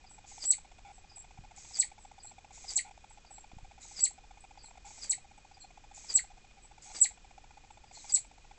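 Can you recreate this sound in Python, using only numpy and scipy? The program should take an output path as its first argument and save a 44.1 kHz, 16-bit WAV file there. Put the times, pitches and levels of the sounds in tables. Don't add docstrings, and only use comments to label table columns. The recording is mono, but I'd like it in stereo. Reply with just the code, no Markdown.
import sys
import numpy as np
from scipy import signal
from scipy.fft import rfft, irfft
from scipy.io import wavfile
from scipy.ndimage import uniform_filter1d

SR = 44100
rng = np.random.default_rng(int(sys.argv[2]) if len(sys.argv) > 2 else 0)


def pcm_store(signal):
    levels = np.round(np.clip(np.atleast_2d(signal), -1, 1) * 32767)
    wavfile.write(sys.argv[1], SR, levels.astype(np.int16).T)


def attenuation_scalar(level_db):
    decades = np.asarray(level_db, float) / 20
    return 10 ** decades


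N = 378378
FRAME_HZ, FRAME_START_S = 15.008, .008
HOOK_FROM_HZ, HOOK_TO_HZ = 5200, 4580


def shaped(x, points):
    hz, level_db = np.transpose(points)
    grid = np.fft.rfftfreq(N, 1 / SR) + 1
    response_db = np.interp(np.log(grid), np.log(hz), level_db)
    return irfft(rfft(x) * attenuation_scalar(response_db), N)


def rms_one(x):
    return x / np.sqrt(np.mean(x ** 2))


def resonate(x, hz, width_hz):
    r = np.exp(-np.pi * width_hz / SR)
    poles = [1, -2 * r * np.cos(2 * np.pi * hz / SR), r * r]
    return signal.lfilter([(1 - r * r) / 2, 0, (r * r - 1) / 2], poles, x)


def whistle(out, rows, edge_s, rough):
    s, hz, level_db = np.transpose(rows)
    at = np.arange(round(s[0] * SR), round(s[-1] * SR))
    t = at / SR
    pitch_hz = uniform_filter1d(np.interp(t, s, hz), size=110, mode="nearest")
    fade = np.clip(np.minimum(t - s[0], s[-1] - t) / edge_s, 0, 1)
    wander = uniform_filter1d(uniform_filter1d(rng.standard_normal((2, 9000)), size=90), size=60)
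    swing, shake = rough * rms_one(wander)[:, :len(t)]
    tone = (1 + swing) * np.sin(2 * np.pi * np.cumsum(pitch_hz) / SR + shake)
    level = np.sqrt(2) * attenuation_scalar(np.interp(t, s, level_db))
    return out + np.bincount(at, level * fade * tone, N)


def sinking_notes(table, rough, rise_db, fall_db):
    out = np.zeros(N)
    for s, length, from_hz, to_hz, level_db in table:
        onset = (s, from_hz, level_db - rise_db)
        bend = (s + .38 * length, .3 * from_hz + .7 * to_hz, level_db)
        release = (s + length, to_hz, level_db - fall_db)
        out = whistle(out, [onset, bend, release], .004, rough)
    return out


# pitch_hz, density_db (per Hz)
FLOOR_COLOUR = [(14, -1.5), (30, 3.5), (60, -4), (120, -13), (250, -19), (500, -22.5), (1100, -26.5),
                (3000, -26), (7000, -29), (9500, -31)]


def self_noise():
    return attenuation_scalar(-58.5) * rms_one(shaped(rng.standard_normal(N), FLOOR_COLOUR))


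# centre_s, width_ms (signed by the push), level_db
BUMPS = [(1.3908, -1.5, -39.5), (1.3945, 1.6, -46), (1.403, 4, -48), (1.414, -1.5, -49), (1.436, -3, -45.5),
         (3.535, 1, -42), (3.551, 8, -49), (3.57, 2, -38.5), (3.588, 0, -40.5), (3.633, 2.5, -43),
         (3.652, -6, -49)]


def handling_bumps():
    t = np.arange(N) / SR
    return sum(np.sign(ms) * attenuation_scalar(db) * np.exp(-((t - s) * 1000 / ms) ** 2) for s, ms, db in BUMPS)


def coil_whine():
    t = np.arange(N) / SR
    whine_hz = 2462
    unsteady = .5 * rms_one(resonate(rng.standard_normal(N), whine_hz, 40))
    gate = uniform_filter1d(1. * ((t - FRAME_START_S) * FRAME_HZ % 1 < .78), size=90)
    return attenuation_scalar(-70.5) * (np.sin(2 * np.pi * whine_hz * t) + unsteady) * gate


# time_s, level_db
LOAD = [(0, -52.5), (.8, -52), (1.05, -56.5), (1.35, -52), (2.6, -51), (3.1, -53), (3.4, -51.5),
        (4.0, -54.5), (4.8, -51), (5.3, -55.5), (5.9, -51.5), (6.5, -54), (7.4, -51.5), (8.05, -52),
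        (8.2, -57), (8.58, -54)]
# start_s, length_ms, level_db
KEY_JOBS = [
    (.849, 71, -53.3),
    (2.848, 49, -53),
    (4.555, 4, -57),
    (4.684, 4, -56),
    (4.754, 5, -55),
    (4.847, 43, -53),
    (6.856, 45, -58),
    (6.898, 25, -50.4),
]


def picture_jobs():
    k = np.arange(129)
    slot, late, long, loud = rng.standard_normal((len(k), 4)).T
    beat = np.cos(2 * np.pi * (k - 8.1) / 23.7)
    late_slot = beat + .45 * (-1.) ** k + .3 * slot > 0
    spread = .28
    ms = 10.3 * np.exp(spread * long)
    s = .0475 + k / FRAME_HZ + .0062 * late_slot + .001 * late - ms / 2000
    level_db = np.interp(s, *np.transpose(LOAD)) + 1.2 * loud - 5.0 * spread * long
    level_db -= 5 * sum((s > start) & (s < start + length) for start, length, _ in HOOKS)
    rows = np.transpose([s, ms, level_db])
    clear = [row for row in rows
             if all(not start - .02 < row[0] < start + length_ms / 1000 for start, length_ms, _ in KEY_JOBS)]
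    return clear + KEY_JOBS


# pitch_hz, width_hz, level_db
BUZZ = [(796, 94, 2), (1418, 170, -19.5), (2333, 550, -11.5), (3450, 280, -18.5), (7420, 140, -26.5)]


def supply_buzz():
    t = np.arange(N) / SR
    busy = attenuation_scalar(-68.5) * ((t - FRAME_START_S) * FRAME_HZ % 1 < .1)
    for s, ms, db in picture_jobs():
        span = slice(round(s * SR), round((s + ms / 1000) * SR))
        busy[span] = np.maximum(busy[span], attenuation_scalar(db - 1.0))
    white = rng.standard_normal(N)
    bands = [rms_one(resonate(resonate(white, hz, width), hz, width)) for hz, width, _ in BUZZ]
    bands[0] /= np.sqrt(0.51 + uniform_filter1d(bands[0] ** 2, size=250))
    ringing = sum(attenuation_scalar(db) * band for band, (_, _, db) in zip(bands, BUZZ))
    return uniform_filter1d(busy, size=110) * (ringing + attenuation_scalar(-9) * white)


# delay_s, level_db
ECHOES = [(.0021, -9), (.0052, -9), (.0175, -15)]


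def room(x):
    t60_s, tail_db = .155, -4
    t = np.arange(round(.3 * SR)) / SR
    response = rng.standard_normal(len(t)) * attenuation_scalar(-60 * t / t60_s) * np.clip(t / .006, 0, 1)
    response *= attenuation_scalar(tail_db) / np.sqrt(np.sum(response ** 2))
    for delay_s, level_db in ECHOES:
        response[round(delay_s * SR)] += attenuation_scalar(level_db)
    return signal.fftconvolve(x, response)[:N]


# pitch_hz, width_hz, level_db
HOUSING = [(2130, 280, -9.5), (4320, 400, -11), (7980, 1200, -6)]


def housing(x):
    return attenuation_scalar(-23) * x + sum(attenuation_scalar(db) * resonate(x, hz, width) for hz, width, db in HOUSING)


# start_s, length_s, from_hz, level_db
FAR_NOTES = [(.058, .017, 5000, -56), (.085, .08, 8000, -53), (.922, .067, 7950, -56.5),
             (1.085, .06, 5100, -57), (1.15, .061, 7950, -46.5), (1.99, .085, 7950, -60),
             (2.19, .03, 4900, -56), (2.222, .071, 7950, -45), (2.258, .032, 4330, -56),
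             (3.09, .05, 7900, -57), (3.255, .021, 4940, -53), (3.3, .11, 7900, -50),
             (3.35, .032, 4280, -55.5), (3.822, .0096, 4030, -45.5), (4.4, .017, 8250, -52),
             (4.578, .055, 4880, -56), (4.622, .07, 7880, -51), (4.643, .023, 4310, -52),
             (5.37, .0078, 8080, -52), (5.53, .026, 5050, -60), (5.592, .043, 7800, -52),
             (5.604, .026, 4380, -51), (6.618, .045, 8100, -55.5), (6.815, .012, 4890, -54),
             (6.885, .022, 4250, -53), (7.705, .027, 7850, -59), (7.86, .079, 4940, -65),
             (7.94, .023, 4440, -46), (7.988, .011, 4050, -40)]


def distant_animal():
    sag = .045
    table = [(s, length, hz, hz * (1 - sag), db) for s, length, hz, db in FAR_NOTES]
    return attenuation_scalar(-4) * sinking_notes(table, rough=.75, rise_db=6, fall_db=6)


# after_start_s, level_db
SWELL = [(0, -75), (.016, -57), (.034, -52), (.07, -54)]
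# pitch_hz, density_db (per Hz)
HISS_COLOUR = [(1000, -37.5), (1700, -24), (2130, -4.5), (2750, -16.5), (3650, -10), (4720, -6),
               (5100, -6.5), (6430, -0.5), (7900, 2), (10300, -34.5), (17400, -120)]
# start_s, crest_s, hiss_crest_db, hiss_end_db, rasp_crest_db
LEADS = [(.255, .44, -42, -40.5, -57), (1.55, 1.77, -43, -41, -60), (2.515, 2.705, -41, -50, -62),
         (3.795, 3.983, -46, -38, -58), (4.84, 5.04, -44.5, -57, -60), (5.93, 6.105, -42.5, -46, -56),
         (6.81, 6.95, -43.5, -47.5, -58), (7.915, 8.098, -44, -46.5, -64)]


def folded_hiss():
    t = np.arange(N) / SR
    swell_s, swell_db = np.transpose(SWELL)
    gain = np.zeros(N)
    for (start, crest, crest_db, end_db, _), (hook, _, _), (end, *_) in zip(LEADS, HOOKS, SWOOPS):
        s = [*(start + swell_s), hook, crest, end]
        gain += attenuation_scalar(np.interp(t, s, [*swell_db, -52, crest_db, end_db], -200, -200))
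    hiss = rms_one(shaped(rng.standard_normal(N), HISS_COLOUR))
    return attenuation_scalar(-3.0) * uniform_filter1d(gain, size=200) * hiss


def slew_rasp():
    t = np.arange(N) / SR
    gain = np.zeros(N)
    for (start, crest, _, _, rasp_db), (end, *_) in zip(LEADS, SWOOPS):
        s = [start, crest - .025, crest, min(crest + .012, end), end + .001]
        gain += attenuation_scalar(np.interp(t, s, [-77, -77, rasp_db, rasp_db - 2, rasp_db - 14], -200, -200))
    slips = rng.standard_normal(N) * (rng.random(N) < 1500 / SR)
    rasp = rms_one(shaped(slips, [(100, -3.5), (400, 4), (2500, 0.5), (6000, -12.5)]))
    return attenuation_scalar(4) * uniform_filter1d(gain, size=200) * rasp


# time_s, peak_db
TICKS = [(.4413, -30), (.453, -24.5), (.4754, -35), (1.7719, -28), (1.7875, -32), (2.7053, -33),
         (2.7093, -29), (2.7359, -32), (3.9998, -33), (4.0045, -24.5), (4.0075, -28), (5.041, -34),
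         (5.0615, -35), (6.1296, -33), (6.9879, -35), (8.1225, -31)]


def overload_crackle():
    rows = list(TICKS)
    draws = rng.standard_normal((len(HOOKS), 2, 20))
    for (hook, length, _), (end, *_), (gap, loud) in zip(HOOKS, SWOOPS, draws):
        s = hook + .012 + np.cumsum(.009 * np.exp(.4 * gap))
        rows += [(a, -38 + 2.0 * b) for a, b in zip(s, loud) if a < min(end, hook + length)]
    s, peak_db = np.transpose(rows)
    clicks = np.bincount((s * SR).astype(int), attenuation_scalar(peak_db + 22) * rng.choice([-1, 1], len(s)), N)
    return attenuation_scalar(-34) * clicks + resonate(clicks, 7600, 650) + attenuation_scalar(-9) * resonate(clicks, 6200, 1200)


def glides():
    out = np.zeros(N)
    level_db = -65 + np.array([3., 0, -2, -3])
    for (start, *_), (hook, *_) in zip(LEADS, HOOKS):
        s = start + 0.0099 + (hook - start - .012) * np.array([0, .4, .75, 1])
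        rows = np.transpose([s, [7350, 6550, 6400, HOOK_FROM_HZ], level_db])
        out = whistle(out, rows, .004, rough=1.3)
    return out


# start_s, length_s, level_db
HOOKS = [(0.402, .06, -42), (1.733, .051, -41.5), (2.677, .047, -41.5), (3.959, .066, -42.5),
         (5.01, .062, -44.5), (6.084, .05, -40), (6.942, .058, -46), (8.089, .035, -45)]


def hooks():
    table = [(s, length, HOOK_FROM_HZ, HOOK_TO_HZ, db) for s, length, db in HOOKS]
    return sinking_notes(table, rough=.62, rise_db=14, fall_db=15)


# start_s, leave_s (drops through 8 kHz), middle_s (at 4.5 kHz), end_s, leave_db
SWOOPS = [(.4526, .509, .521, .539, -12.5), (1.7871, 1.802, 1.813, 1.834, -12.5),
          (2.7561, 2.764, 2.7755, 2.796, -9.5), (4.0036, 4.034, 4.051, 4.07, -14.5),
          (5.0941, 5.106, 5.117, 5.138, -13.5), (6.1381, 6.155, 6.174, 6.199, -14),
          (7.0031, 7.018, 7.041, 7.065, -12.5), (8.1211, 8.144, 8.158, 8.175, -12.5)]
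TAIL_DB = [-34, -28.5, -24, -33, -31.5, -27.5, -29, -35]
# after_middle_s, pitch_hz, level_db
PLUNGE = [(-.0092, 7300, -15.5), (-.0042, 6150, -21), (0, 4450, -23), (.0085, 3350, -31)]


def swoops():
    out = np.zeros(N)
    for (start, leave, middle, end, leave_db), tail_db in zip(SWOOPS, TAIL_DB):
        breath_db = .3 * (tail_db + 29)
        plunge = [(middle + s, hz, db + (s >= 0) * breath_db) for s, hz, db in PLUNGE]
        leave = min(leave, plunge[0][0] - .001)
        perch_s = start + .004
        perch = [(perch_s, 8240, -25.5), (max(leave - .0065, perch_s), 8240, -25.5)]
        foot_s, foot_hz = middle + .016, 2100
        end_hz = foot_hz - 95000 * (end - foot_s)
        foot = [(foot_s, foot_hz, tail_db), (end, end_hz, tail_db - 10)]
        rows = [(start, 8800, -22), *perch, (leave, 7880, leave_db), *plunge, *foot]
        out = whistle(out, rows, .002, rough=.2)
    return out


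def scene():
    camera = self_noise() + handling_bumps() + coil_whine() + supply_buzz()
    far = distant_animal()
    folded = folded_hiss() + overload_crackle()
    folded = folded + attenuation_scalar(-5) * room(folded) + slew_rasp()
    hook = hooks() + glides()
    near = swoops()
    mono = camera + room(0.49 * hook + far) + folded + hook + housing(near + room(near))
    return np.array([mono, mono])


def roll_off(x):
    return signal.sosfilt(signal.butter(12, 8970, fs=SR, output="sos"), x)


# pitch_hz, level_db
SMOOTHING = [(7900, 0), (8010, -2.5), (8096, -7), (8183, -16), (8269, -29), (8355, -44), (8450, -60),
             (8650, -95)]


def record(dry):
    below = signal.sosfilt(signal.butter(8, 9500, fs=SR, output="sos"), dry[0])
    sampler = 1 + 2 * np.cos(2 * np.pi * 16000 * np.arange(N) / SR)
    mono = shaped(below * sampler, SMOOTHING)
    level = np.sqrt(uniform_filter1d(mono ** 2, size=1500) + 1e-14)
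    colour = [(300, -4.5), (2000, -4.5), (5000, -0.5), (7000, 7)] + SMOOTHING[2:]
    excess = np.clip(level / attenuation_scalar(-55.5) - 1, 0, 1)
    apart = attenuation_scalar(-35.5) * level * excess * shaped(rng.standard_normal(N), colour)
    both = mono + attenuation_scalar(-104) * rng.standard_normal(N) + 0.00018
    return roll_off(np.array([both + apart, both - apart]))


dry = scene()
out = record(dry)
pcm_store(out)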